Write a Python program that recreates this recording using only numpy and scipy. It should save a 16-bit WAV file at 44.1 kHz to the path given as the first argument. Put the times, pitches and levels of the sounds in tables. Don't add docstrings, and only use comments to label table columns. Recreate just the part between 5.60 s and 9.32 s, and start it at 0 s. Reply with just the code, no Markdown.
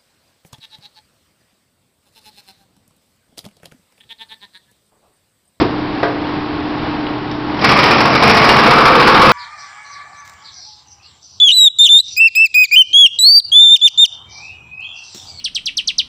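import sys
import numpy as np
from scipy import signal
from scipy.fft import rfft, irfft, next_fast_len
from scipy.io import wavfile
from scipy.ndimage import uniform_filter1d, map_coordinates

SR = 44100
rng = np.random.default_rng(int(sys.argv[2]) if len(sys.argv) > 2 else 0)


def level_to_linear(level):
    exponent = np.asarray(level, float) / 20
    return 10 ** exponent


def materialize(psi):
    bounded = np.clip(np.atleast_2d(psi).T, -1, 1)
    quanta = np.round(bounded * 32767).astype(np.int16)
    wavfile.write(sys.argv[1], SR, quanta)


N = 164052

IDLE_TURNS, CUT_TURNS = 13.86, 13.75
FIRST_BITE_S = 2.0405
KNIVES = [0, -5, 1]


def unit(x):
    return x / np.sqrt(np.mean(x ** 2) + 1e-20)


def along(points, hz):
    f, v = np.transpose(points)
    return np.interp(np.log(hz + 1), np.log(f + 1), v)


def curve(rows):
    return np.interp(np.arange(N) / SR, *np.transpose(rows))


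def wobble(rate):
    knots = rng.standard_normal(int(N * rate / SR) + 4)
    return map_coordinates(knots, [np.arange(N) * rate / SR])


def filtered(x, response):
    m = next_fast_len(N + SR // 2)
    return irfft(rfft(x, m) * response(np.fft.rfftfreq(m, 1 / SR)), m)[..., :N]


def coloured(x, points):
    return unit(filtered(x, lambda hz: level_to_linear(along(points, hz))))


def sine(cycles):
    return np.sin(2 * np.pi * (cycles + rng.random()))


def knife_passes():
    t = np.arange(N) / SR - FIRST_BITE_S
    return len(KNIVES) * t * np.where(t < 0, IDLE_TURNS, CUT_TURNS)


def blow_sizes(passes):
    # t/s, peak level/dB
    crunches = [(2.0444, -1), (2.0873, -9), (2.1142, 1.5), (2.1865, 1), (2.2319, -3.5), (2.3048, -6.5),
                (2.3791, -9.5), (2.4055, -5.5), (2.4514, -5), (2.5507, 1.5), (2.6231, 1), (2.6954, -0.5),
                (2.7697, 0), (2.8416, -8), (2.885, 1.5), (2.9583, -3.5), (2.9877, -5), (3.0621, -5.5),
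                (3.1094, -3.5), (3.1818, -7.5), (3.2042, -7.5), (3.2511, -3), (3.3978, -7), (3.4721, -1.5),
                (3.5455, -7), (3.6258, -4)]
    blow = np.floor(passes).astype(int)
    first = blow.min()
    extra_db = 1.5 * rng.standard_normal(blow.max() - first + 1)
    s, peak_db = np.transpose(crunches)
    hard = np.round(passes[(s * SR).astype(int)]).astype(int) - first
    extra_db[hard] += 4.5 + 0.65 * (peak_db - peak_db.mean())
    return level_to_linear(np.take(KNIVES, blow % len(KNIVES)) + extra_db[blow - first])


def tearing_gate(passes, size):
    rise_s, tear_s, rest = 0.0023, 0.015, 0.24
    since_s = (passes - np.floor(passes)) / (len(KNIVES) * CUT_TURNS)
    return unit(rest + size * np.exp(-since_s / tear_s) * (1 - np.exp(-since_s / rise_s)))


def torn_wood(passes, size, gate, depth):
    # f/Hz, level/dB per Hz
    thin = [(45, -35.5), (95, -14), (300, -15.5), (900, -6.5), (1500, -17), (2300, -8.5), (3500, -27),
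            (6000, -17.5)]
    # f/Hz, level/dB per Hz
    thick = [(45, -50.5), (95, -13), (400, -2), (590, -11), (1200, 3), (1950, -10.5), (5100, -19),
             (6000, -35.5)]
    blow = np.floor(passes)
    strikes = size * (np.diff(blow, prepend=blow[0]) > 0)
    thumps = unit(filtered(strikes, lambda hz: 1 / (1 + 1j * hz / 500) ** 2))
    fibres = gate * level_to_linear(0.79 * wobble(14)) * rng.standard_normal(N)
    drive = fibres + level_to_linear(-19.5) * thumps
    return unit(np.sqrt(1 - depth) * coloured(drive, thin) + np.sqrt(depth) * coloured(drive, thick))


def plates(hz):
    # f/Hz, width/Hz, level/dB
    housing = [(330, 16, -12), (452, 14, -7), (490, 22, -1), (540, 16, -7), (646, 28, -9), (755, 22, -9),
               (826, 30, -8), (908, 40, -5), (1017, 34, -6), (1140, 55, -2), (1238, 36, -3), (1352, 30, -6),
               (1692, 45, -11), (2310, 140, -12)]
    total = 0
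    for k, (centre, width, db) in enumerate(housing):
        mode = 1j * hz * width / (centre * centre - hz * hz + 1j * hz * width)
        total = total + (-1) ** k * level_to_linear(db) * mode
    return total


def housing_ring(gate, depth):
    return level_to_linear(-3.5) * (0.22 + depth) * unit(filtered(gate * rng.standard_normal(N), plates))


def disc_shake(passes):
    # multiple of turns, level under the cut/dB
    disc_tones = [(7, -35), (10, -16.5), (11, -18), (15, -13.5), (17, -17), (20, -28)]
    turns = passes / len(KNIVES)
    return sum(level_to_linear(db + 0.67 * wobble(7)) * sine(m * turns) for m, db in disc_tones)


def splinter_spray(gate, depth):
    # f/Hz, level/dB per Hz
    spray = [(1200, -27), (2000, -3), (3500, -8.5), (5100, 2.5), (6000, -0.5)]
    return level_to_linear(-17) * (2.4 - depth) * coloured(gate ** 1.46 * rng.standard_normal(N), spray)


def chips(count):
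    centre_hz, spread, decay_cycles = 3747, 0.327, 14
    when, pitch = rng.random(count), rng.standard_normal(count)
    size_db = 3.5 * np.minimum(rng.exponential(size=count), 3.5)
    hz = np.clip(centre_hz * np.exp(spread * pitch), 2200, 5400)[:, None]
    t = np.arange(SR // 50) / SR
    pings = level_to_linear(size_db)[:, None] * np.sin(2 * np.pi * hz * t) * np.exp(-t * hz / decay_cycles)
    at = (when * N).astype(int)[:, None] + np.arange(len(t))
    return unit(np.bincount(at.ravel(), pings.ravel())[:N])


def cutting():
    # t/s, level/dB
    bite = [(1.85, -42.5), (1.99, -25.5), (2.015, -12.5), (2.03, -12), (2.05, -6), (2.2, -10.5),
            (2.3, -7.5), (2.45, -9.5), (2.55, -8.5), (2.61, -11), (2.65, -4.5), (2.8, -7.5), (3.1, -6.5),
            (3.2, -9), (3.37, -6.5), (3.45, -7.5), (3.72, -2.5)]
    # t/s, share 0-1
    thickness = [(0, 0.1), (2.1, .1), (2.5, 0.2), (2.8, 0.1), (3.2, 0.9), (3.72, 1)]
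    passes = knife_passes()
    size = blow_sizes(passes)
    gate = tearing_gate(passes, size)
    depth = np.clip(curve(thickness), 0, 1)
    wood = torn_wood(passes, size, gate, depth)
    steel = housing_ring(gate, depth) + disc_shake(passes)
    debris = splinter_spray(gate, depth) + level_to_linear(-17.5) * gate * chips(count=900)
    return level_to_linear(curve(bite)) * unit(wood + steel + debris)


def knocks():
    # t/s, peak level/dB
    strikes = [
        (0.43, 1.5),
        (1.995, -15),
        (2.012, -13),
    ]
    # f/Hz, level/dB, t60/s
    modes = [(415, 1, .07), (500, 6, .045), (651, 3, .11), (690, 1, .1), (857, -2, .12), (995, -5, .12),
             (1217, 2, .12), (1510, -5, .16), (1594, -5, .16), (1903, -4, .12), (2117, -9, .1),
             (3240, -14, .06)]
    # f/Hz, level/dB per Hz
    body = [(250, -34), (420, 6), (700, -6), (1250, -8), (2000, -10), (2500, -16.5), (5000, -26),
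            (6000, -35)]
    body_db, body_t60_s, rise_s = -11, 0.16, 0.0005
    out, t = np.zeros(N + SR), np.arange(SR // 4) / SR
    for s, db in strikes:
        ring = np.zeros(len(t))
        for hz, level, t60 in modes:
            ring += level_to_linear(level + rng.normal(0, 1) - 60 * t / t60) * np.sin(2 * np.pi * hz * t)
        rattle = coloured(rng.standard_normal(N), body)[:len(t)]
        crack = level_to_linear(body_db - 60 * t / body_t60_s) * rattle
        knock = (ring / np.abs(ring).max() + crack) * (1 - np.exp(-t / rise_s))
        out[round(s * SR):][:len(t)] += level_to_linear(db) * knock
    return out[:N]


def ticks():
    # t/s, peak level/dB, f/Hz
    pings = [(1.468, -25.5, 2890), (1.49, -29.5, 1930), (1.712, -30.5, 3760), (1.714, -32, 5240),
             (1.716, -28, 1930), (1.945, -24.5, 2520), (1.993, -25, 3230), (2.014, -23, 4850),
             (2.232, -8, 3113), (2.258, -12.5, 2800)]
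    t60_s = 0.037
    out, t = np.zeros(N + SR), np.arange(SR // 10) / SR
    for s, db, hz in pings:
        rough = 1.2 + 5 * uniform_filter1d(rng.standard_normal(len(t)), size=20)
        out[round(s * SR):][:len(t)] += level_to_linear(db - 60 * t / t60_s) * rough * np.sin(2 * np.pi * hz * t)
    return out[:N]


def beaten_air(passes):
    # t/s, level/dB
    idle_level = [(0.55, -23), (1.414, -22.5), (1.422, -24), (1.9, -22.5)]
    # f/Hz, level/dB per Hz
    air_colour = [(22, -23), (127, -15), (330, -14), (550, -22), (800, -15), (1000, -19), (4450, -34.5),
                  (6000, -45.5)]
    # f/Hz, level/dB per Hz
    hiss = [(1500, -27.5), (2500, 4.5), (4000, -14), (6000, 6.5)]
    t, swell = np.arange(N) / SR, np.cos(2 * np.pi * passes)
    beat = level_to_linear(0.67 * swell + 0.8 * wobble(9.44))
    air = coloured(beat * rng.standard_normal(N), air_colour)
    rattle_db = -16 - 1.5 * t + 2.7 * swell + 3 * wobble(11)
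    rattle = level_to_linear(rattle_db) * coloured(rng.standard_normal(N), hiss)
    return level_to_linear(curve(idle_level) - 0.5) * (air + rattle)


def knife_tones(passes):
    # multiple of knife rate, level/dB
    tones = [(2, -43), (3, -36.5), (4, -54), (6, -39), (8, -36), (9, -37.5), (10, -41.5), (11, -40.5),
             (12, -50.5)]
    return sum(level_to_linear(db + 2.5 * wobble(3.9)) * sine(k * passes) for k, db in tones)


def motor_hum():
    # f/Hz, level/dB
    lines = [(300, -25), (275, -36), (318, -38), (649, -45), (863, -42), (947, -42), (1038, -43),
             (1092, -39), (1148, -46)]
    t = np.arange(N) / SR
    return sum(level_to_linear(db + wobble(6)) * sine(hz * t + 0.00013 * hz * wobble(8)) for hz, db in lines)


def idle():
    passes = knife_passes()
    return beaten_air(passes) + np.sqrt(2) * (knife_tones(passes) + motor_hum())


def last_cut():
    # f/Hz, level/dB per Hz
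    colour = [(35, -34.5), (60, -16), (374, -7.5), (540, -15), (1140, -18.5), (1710, -28.5), (5040, -35),
              (6000, -39), (7800, -78), (13200, -120)]
    level_db, t60_s = -12, 0.57
    fade = level_to_linear(level_db - 60 * np.arange(N) / SR / t60_s + 2.2 * wobble(52))
    return fade * coloured(rng.standard_normal(N), colour)


def yard(x):
    # f/Hz, t60/s
    decay = [(200, 0.93), (1500, 0.73), (6000, 0.46)]
    hz, t, z = signal.stft(rng.standard_normal(SR // 2), SR, nperseg=256)
    tail = signal.istft(z * level_to_linear(-60 * t / along(decay, hz)[:, None]), SR, nperseg=256)[1]
    return signal.fftconvolve(np.pad(x, (500, 0)), tail / np.linalg.norm(tail))[:N]


def scene():
    work = cutting() + knocks() + ticks()
    return (idle() + last_cut() + work + level_to_linear(-6) * yard(work))[None]


def top_cut(x):
    return signal.sosfilt(signal.butter(12, 15830, fs=SR, output="sos"), x)


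def record(dry):
    # f/Hz, level/dB
    band = [(4400, 2.5), (5000, 3.5), (5400, 0.5), (5800, -10), (6150, -27.5), (6400, -120)]
    step, first_top, second_top = 4, 0.68, 0.703
    low = filtered(dry, lambda hz: hz < SR / step / 2)
    low = np.clip(low, -first_top, first_top)
    pulses = step * low * (np.arange(N) % step == 0)
    full = filtered(pulses, lambda hz: level_to_linear(along(band, hz) - band[0][1]))
    return top_cut(np.clip(full, -second_top, second_top))


dry = scene()
out = record(dry)
materialize(out)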